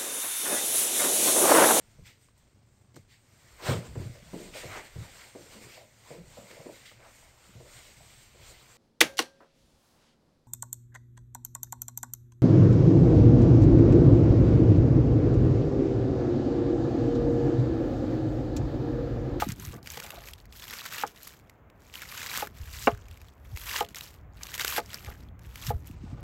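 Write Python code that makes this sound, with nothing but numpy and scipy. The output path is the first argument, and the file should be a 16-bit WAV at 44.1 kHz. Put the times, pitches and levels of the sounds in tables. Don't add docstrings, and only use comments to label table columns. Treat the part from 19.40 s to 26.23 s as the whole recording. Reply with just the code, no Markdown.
import sys
import numpy as np
from scipy import signal
from scipy.fft import rfft, irfft
from scipy.io import wavfile

SR = 44100
rng = np.random.default_rng(int(sys.argv[2]) if len(sys.argv) > 2 else 0)


def persist_wave(psi):
    counts = np.round(np.clip(psi, -1, 1) * 32767).astype(np.int16)
    wavfile.write(sys.argv[1], SR, np.atleast_2d(counts).T)


N = 301198
MOMENTS = np.arange(0, N + 44, 44) / SR

# pitch_hz, relative level_db (per Hz)
HUSH_TONE = [(90, -24), (150, -4), (830, -9.5), (2200, -19.5), (5000, -47), (7000, -40.5), (10200, -62),
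             (12500, -39)]
HUSH_DB = -60.5

# start_s, relative rumble level_db, flutter against the rumble_db
WIND_COURSE = [(0.0, -44, -5), (0.12, -46.5, 0), (0.87, -54, -7.5), (1.05, -49.5, -21), (1.45, -64.5, 5),
               (2.4, -57, -12.5), (3.08, -53, -1), (3.23, -45, -19), (3.58, -45.5, -33), (3.94, -50, -31),
               (4.13, -46, -25.5), (4.53, -55.5, -1), (4.73, -46.5, -25.5), (5.42, -53.5, -1.5),
               (5.73, -45, -11), (6.11, -50.5, -9.5), (6.31, -31, -20), (6.47, -45.5, -6), (6.83, -43, -7)]
# pitch_hz, relative level_db (per Hz)
WIND_TONE = [(20, -27), (43, -3.5), (62, -2), (216, -16), (400, -24.5), (800, -59)]
# centre_s, level_db, pitch_hz at the centre
EDDIES = [(0.073, -25, 225), (0.097, -25.5, 149), (0.128, -33, 125), (0.289, -34, 78), (0.363, -35.5, 261),
          (3.222, -30.5, 69), (3.538, -29.5, 100), (4.148, -30, 80), (5.689, -32.5, 71), (6.297, -22, 104),
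          (6.353, -24.5, 77.5), (6.506, -35.5, 198), (6.643, -32.5, 207), (6.734, -36, 162)]

# peak_s, level_db, swell_s, fade_s (see swell)
DRAG_TOUCHES = [(.36, -53, .05, .2), (.64, -53, .14, .05), (.715, -50, .1, .3), (4.56, -53, .02, .15),
                (5.56, -52, .12, .2), (5.69, -51, .2, .12), (6.668, -52, .03, .15), (6.775, -53, .04, .1)]
# start_s, peak level_db, hardness_db per octave, place (0 middle, 1 rim),
# rebound delay_ms, rebound level_db at 800 Hz
BOARD_HITS = [(0.021, -12.5, 2.5, 0.32, 7.8, -22), (0.332, -35.5, 4, 1, 9, -6),
              (.572, -32.5, 0.5, 0.53, 6.5, -14), (1.635, -13, 2, 0.24, 15, -13.5),
              (3.024, -21, -2.5, 0.13, 7.7, -30), (3.4717, -5.5, 6.5, 0.9, 7.31, -6),
              (4.408, -15, -4.5, 0.12, 16, -14.5), (5.379, -18, -1, 0.2, 12.8, -11),
              (6.304, -18.5, -8.5, 0.084, 6.5, -42)]
# pitch_hz, relative level_db struck in the middle, change at the rim_db,
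# time to fall 60 dB_s
BOARD_MODES = [(217, -19, 16.5, 0.075), (347, -23, 15, 0.1), (418, -13, 0.5, 0.18), (483.5, -2, 10, 0.07),
               (563, -7.5, -11, 0.097), (687, 1, -4.5, 0.098), (834, 17, -22, 0.053),
               (1172, -14.5, 14, 0.082), (1240, 5, -18.5, 0.064), (1475, 19, -9.5, 0.0076),
               (2270, -8.5, 4, 0.016), (2770, -12.5, 6.5, 0.015)]
SWING_IN_CYCLES = 0.17

# start_s, peak level_db, ring pitch_hz
LEAF_SNAPS = [(0.087, -28, 6060), (0.1193, -25.5, 6840), (0.1596, -45, 7700), (0.197, -33, 6360),
              (0.2503, -30.5, 6040), (0.271, -38, 11800), (0.3223, -40, 7500), (0.34, -41, 6000),
              (0.428, -39, 4530), (0.4595, -33, 2270), (0.472, -23.5, 2000), (0.5013, -28.5, 6160),
              (0.5185, -30, 11700), (0.572, -29, 3230), (0.6, -26, 2170), (0.6383, -32.5, 7700),
              (0.664, -31.5, 1800), (0.704, -26, 2480), (0.7876, -40, 2300), (0.8853, -30, 2400),
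              (0.911, -39, 12000), (0.934, -31.5, 3500), (1.0004, -45, 4370), (1.054, -44, 2140),
              (1.124, -36, 3340), (1.1703, -36, 13000), (1.196, -34, 3470), (1.222, -33.5, 3550),
              (1.239, -34, 3500), (1.2794, -30.5, 2980), (1.3078, -25.5, 2200), (1.3371, -29, 2240),
              (1.4596, -24.5, 1620), (1.5823, -25, 2880), (1.6652, -35, 5600), (1.674, -32.5, 5430),
              (1.8303, -33, 12000), (1.874, -29, 13000), (1.9967, -48, 2070), (2.0958, -37.5, 2080),
              (2.2994, -45.5, 2400), (2.5386, -30.5, 2980), (2.554, -25, 3000), (2.618, -26.5, 2100),
              (2.83, -25, 2280), (2.9656, -22.5, 3300), (2.9737, -16, 1510), (3.041, -35, 1660),
              (3.071, -27, 1610), (3.5744, -40.5, 1660), (3.683, -42, 2230), (3.711, -39, 2770),
              (3.7415, -47, 3190), (3.7723, -42.5, 2270), (3.8148, -40, 2400), (3.8833, -44, 3500),
              (4.049, -47.5, 2290), (4.162, -32, 2240), (4.172, -26, 2270), (4.3122, -23.5, 2140),
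              (4.393, -26, 3300), (4.4051, -19, 2920), (4.4469, -34.5, 3000), (4.4868, -36.5, 2900),
              (4.5456, -29.5, 2350), (4.557, -28.5, 5500), (4.584, -27.5, 6590), (4.6081, -24, 3250),
              (5.0325, -24, 5500), (5.0674, -29.5, 2400), (5.1403, -22, 3170), (5.149, -28, 3500),
              (5.178, -24, 2260), (5.1958, -16, 2200), (5.212, -19, 1650), (5.2463, -16, 1580),
              (5.278, -17, 2780), (5.399, -31, 2500), (5.459, -38, 5470), (5.503, -36.5, 2600),
              (5.531, -31.5, 2000), (5.5429, -22, 5030), (5.6462, -32, 2220), (5.746, -64, 4260),
              (5.992, -44, 1640), (6.1562, -29, 2270), (6.2668, -25.5, 5500), (6.471, -36.5, 12000),
              (6.8055, -53, 13500)]
SNAP_S = 0.0018
# pitch_hz, relative level_db (per Hz)
CRACKLE_TONE = [(400, 3), (700, -7.5), (1400, -4), (3400, -3.5), (7600, -3.5), (9900, -13), (11600, -1.5),
                (13000, -3), (15500, -6.5)]

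# bite_s, end_s,
# relative crunch level at the bite_db, at the end_db, die-away_db per s,
# body around 1.5 kHz against the treble at the bite_db, at the end_db
KNIFE_STROKES = [(-.1, 0.013, -21, -39, 377, -3.5, 0), (1.126, 1.626, -52.5, -40, 788, -10.5, 2),
                 (2.536, 3.002, -52.5, -36, 290, -1.5, 1), (3.145, 3.47, -60, -37, 599, 4.5, -14.5),
                 (4.162, 4.394, -51, -33.5, 426, -6.5, 1.5), (5.024, 5.375, -54.5, -32.5, 598, -4, 0),
                 (6.021, 6.297, -67, -39, 822, 2, -6.5)]
BITE_DB_PER_S, STILL_DB = 790, -106
# peak_s, relative level_db, swell_s, fade_s, body against treble_db
SHRED_RUSTLES = [(.04, -47, .06, .1, -2), (.098, -45, .06, .07, 3.5), (.245, -48, .18, .12, -2),
                 (.335, -54, .2, .09, 2), (.467, -49, .05, .06, -2), (.54, -45, .09, .35, -2.5),
                 (.72, -54, .3, .35, 2), (.875, -46.5, .07, .1, -5), (.995, -63, .12, .13, -8),
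                 (1.34, -47, .2, .3, 3), (1.685, -50, .08, .08, 0), (1.76, -61, .2, .2, -3),
                 (1.865, -48, .16, .2, -8.5), (2.1, -69.5, .12, .14, -6), (2.42, -65, .04, .25, -4),
                 (2.51, -60, .2, .35, -3.5), (3.51, -56, .05, .2, 2), (3.71, -65, .3, .3, 1.5),
                 (3.87, -62.5, .3, .12, 0), (4.14, -60, .3, .05, -4), (4.505, -58, .035, .1, -1.5),
                 (4.57, -44, .035, .2, -6), (4.635, -46, .1, .12, -6), (4.73, -59, .15, .14, -5),
                 (5.025, -56, .12, .35, 3), (5.146, -41, .035, .06, -3), (5.207, -34, .03, .04, 0),
                 (5.28, -35, .03, .08, -4), (5.535, -49, .24, .3, -1), (5.67, -55, .15, .25, 2.5),
                 (5.81, -64, .2, .13, 0), (6.335, -60, .03, .2, -4.5), (6.474, -53, .05, .07, -9),
                 (6.52, -60, .2, .2, -4), (6.68, -59, .2, .2, -7), (6.78, -67, .05, .3, 0)]
LET_GO = .6
STALLS = [.15, .927, 1.118, 1.209, 1.427, 1.498, 2.886, 4.396, 4.54, 4.615, 5.173]
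LULL_DB, LULL_S = 8.5, 0.0052

BURSTS_PER_S, BURST_MS, FIZZ_DB = 1000, .85, -2
BURST_SPREAD_DB = 2.1
RING_SHARE, RING_WIDTH = .9, .14
FAR_FROM_S, FAR_CUT_HZ, FAR_DENSITY = 6.545, 6300, 1.8

TREBLE_END_HZ, CUTOFF_HZ = 15800, 16699


def from_db(db):
    return 10 ** (np.asarray(db) / 20)


def rms_one(x):
    return x / np.sqrt(np.mean(x ** 2) + 1e-20)


def in_time(rows):
    s, *columns = np.transpose(rows)
    return [np.interp(np.arange(N) / SR, s, c) for c in columns]


def every_sample(v):
    return np.interp(np.arange(N) / SR, MOMENTS, v)


def colour(x, spectrum):
    size = 16384
    hz, db = np.transpose(spectrum)
    grid = np.log(np.maximum(np.arange(size // 2 + 1) * SR / size, 1))
    log_gain = np.interp(grid, np.log(hz), db) * np.log(10) / 20
    cepstrum = irfft(log_gain)
    cepstrum[1:size // 2] *= 2
    cepstrum[size // 2 + 1:] = 0
    response = irfft(np.exp(rfft(cepstrum)))
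    return signal.fftconvolve(x, response)[:len(x)]


def band(x, low_hz, high_hz, order=2):
    return signal.sosfilt(signal.butter(order, [low_hz, high_hz], "band", fs=SR, output="sos"), x)


def drift(rate_hz):
    r = np.exp(-2 * np.pi * rate_hz / SR)
    wander = signal.lfilter([1], [1, -2 * r, r * r], rng.standard_normal(N + SR))
    return rms_one(wander[SR:])


def resonance(x, hz, width_hz):
    r = np.exp(-np.pi * width_hz / SR)
    feed = np.array([1, 0, -1]) * (1 - r * r) / 2
    return signal.lfilter(feed, [1, -2 * r * np.cos(2 * np.pi * hz / SR), r * r], x)


def swell(s, db, swell_s, fade_s):
    t = MOMENTS
    rise = (s - t) / np.clip(swell_s, .005, .35)
    fall = (t - s) / np.clip(fade_s, .005, .35)
    away = np.where(t < s, rise, fall)
    return np.maximum(db - 20 * (away + LET_GO * away ** 3), -150)


def hush():
    noise = colour(rng.standard_normal(N + SR), HUSH_TONE)[SR:]
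    return from_db(HUSH_DB + 0.28 * drift(3.0)) * rms_one(noise)


def wind():
    rumble_db, flutter_db = in_time(WIND_COURSE)
    air = colour(rng.standard_normal(N + SR), WIND_TONE)[SR:]
    lumps, eddies = from_db(2.5 * drift(9)), from_db(3.5 * drift(14))
    rumble = lumps * rms_one(band(air, 36.0, 121))
    flutter = eddies * rms_one(band(air, 121, 480))
    return from_db(rumble_db - 1.5) * (rumble - from_db(flutter_db) * flutter)


def buffets():
    out, t = np.zeros(N), np.arange(N) / SR
    for (s, db, hz), start in zip(EDDIES, rng.random(len(EDDIES))):
        cycles = (t - s) * hz
        turn = cycles - 0.24 * cycles ** 2 + start
        push = np.exp(-(cycles / 1.18) ** 2) * np.cos(2 * np.pi * turn)
        out += from_db(db) * push
    return out


def drags():
    grit = from_db(6 * drift(45)) * rng.standard_normal(N)
    rings = sum((-1) ** k * resonance(grit, hz, 0.049 * hz) for k, (hz, *_) in enumerate(BOARD_MODES))
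    power = sum(from_db(2 * swell(*row)) for row in DRAG_TOUCHES)
    return every_sample(np.sqrt(power)) * rms_one(band(rings, 440, 1100))


def knocks():
    out, t = np.zeros(N + 8192), np.arange(8192) / SR
    chance = rng.standard_normal((len(BOARD_HITS), len(BOARD_MODES), 2))
    noise = rng.standard_normal((len(BOARD_HITS), 8192))
    for hit, luck, white in zip(BOARD_HITS, chance, noise):
        s, db, hard_db, place, rebound_ms, rebound_db = hit
        late = np.maximum(t - rebound_ms / 1000, 0)
        rings = from_db(2.0 - 60 * t / 0.071) * rms_one(band(white, 274, 1100))
        for k, ((hz, mode_db, rim_db, t60), (first, second)) in enumerate(zip(BOARD_MODES, luck)):
            octaves = np.log2(hz / 800)
            struck = (-1) ** k * from_db(mode_db + place * rim_db + hard_db * octaves)
            build_up = 1 - np.exp(-t * hz / SWING_IN_CYCLES)
            landing = from_db(2.36 * first - 60 * t / t60) * np.sin(2 * np.pi * hz * t) * build_up
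            dull = from_db(rebound_db - 5.3 * octaves)
            rebound = dull * from_db(second - 60 * late / t60) * np.sin(2 * np.pi * hz * late)
            rings = rings + struck * (landing + rebound)
        contact = 1 - np.exp(-(t / 0.0014) ** 2)
        knock = band(rings * contact, 118, 5300)
        at = round(s * SR)
        out[at:at + 8192] += from_db(db) * knock / np.abs(knock).max()
    return out[:N]


def snaps():
    out, t = np.zeros(N + 2048), np.arange(2048) / SR
    noise = rng.standard_normal((len(LEAF_SNAPS), 2048))
    for (s, db, hz), white in zip(LEAF_SNAPS, noise):
        puff = white * (1 - np.exp(-(t / 0.00098) ** 2)) * np.exp(-t / SNAP_S)
        broad = band(colour(puff, CRACKLE_TONE), 0.28 * hz, TREBLE_END_HZ)
        crack = broad + 3.36 * resonance(puff, hz, 0.2 * hz)
        at = round(s * SR)
        out[at:at + 2048] += from_db(db) * crack / np.abs(crack).max()
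    return out[:N]


def pressure():
    t = MOMENTS
    shapes = []
    for bite, end, bite_db, end_db, die, body_bite_db, body_end_db in KNIFE_STROKES:
        along = np.clip((t - bite) / (end - bite), 0, 1)
        edges = BITE_DB_PER_S * np.minimum(t - bite, 0) - die * np.maximum(t - end, 0)
        level_db = bite_db + (end_db - bite_db) * along + edges
        shapes.append((level_db, body_bite_db + (body_end_db - body_bite_db) * along))
    for s, db, swell_s, fade_s, body_db in SHRED_RUSTLES:
        shapes.append((swell(s, db, swell_s, fade_s), body_db))
    still = from_db(2 * STILL_DB)
    power = still + sum(from_db(2 * np.maximum(db, -150)) for db, _ in shapes)
    body = still + sum(from_db(2 * np.maximum(db + body_db, -150)) for db, body_db in shapes)
    lull_db = sum(LULL_DB * np.exp(-((t - s) / LULL_S) ** 2) for s in STALLS)
    return every_sample(10 * np.log10(power) - lull_db), every_sample(10 * np.log10(body / power))


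def crunch():
    level_db, body_db = pressure()
    far = np.clip((np.arange(N) / SR - FAR_FROM_S) * 20 + .5, 0, 1)
    density = np.clip(from_db(.55 * (level_db + 40)), .1, 1.5) + FAR_DENSITY * far
    clumps = from_db(4.3 * drift(30))
    born = rng.random(N) < BURSTS_PER_S * density * clumps / SR
    strength = from_db(BURST_SPREAD_DB * np.minimum(rng.exponential(1, N), 4.0))
    sizes = born * strength / np.sqrt(density)

    fall = np.exp(-1000 / (BURST_MS * SR))
    dealt, bursts = rng.integers(0, 16, N), 0
    for k, hz in enumerate(np.geomspace(1000, 13000, 16)):
        envelope = signal.lfilter([1], [1, -fall], sizes * (dealt == k) + 1e-18)
        puffs = envelope * rng.standard_normal(N)
        ring = rms_one(resonance(puffs, hz, RING_WIDTH * hz))
        bursts = bursts + puffs + RING_SHARE * np.std(puffs) * ring

    fizz = from_db(FIZZ_DB + 0.9 * drift(39)) * density ** 0.088 * rng.standard_normal(N)
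    leaf = colour(rms_one(bursts) + fizz, CRACKLE_TONE)
    treble = signal.sosfilt(signal.butter(2, 2800, "high", fs=SR, output="sos"), leaf)
    treble = treble + (from_db(2.05 * drift(4.8)) - 1) * band(treble, 7850, 16200)
    dull = signal.sosfilt(signal.butter(2, FAR_CUT_HZ, fs=SR, output="sos"), treble)
    far_treble = dull - .5 * resonance(treble, 8700, 900)
    treble = (1 - far) * treble + far * far_treble
    body = band(leaf, 640, 2720)
    return from_db(level_db - 1.65) * (rms_one(treble) - from_db(body_db) * rms_one(body))


def scene():
    background = hush() + wind() + buffets()
    return (background + drags() + knocks() + snaps() + crunch())[None]


def record(dry):
    treble = signal.sosfilt(signal.ellip(8, .5, 40, TREBLE_END_HZ, fs=SR, output="sos"), dry)
    return signal.sosfilt(signal.cheby2(20, 70, CUTOFF_HZ, fs=SR, output="sos"), treble)


dry = scene()
out = record(dry)
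persist_wave(out)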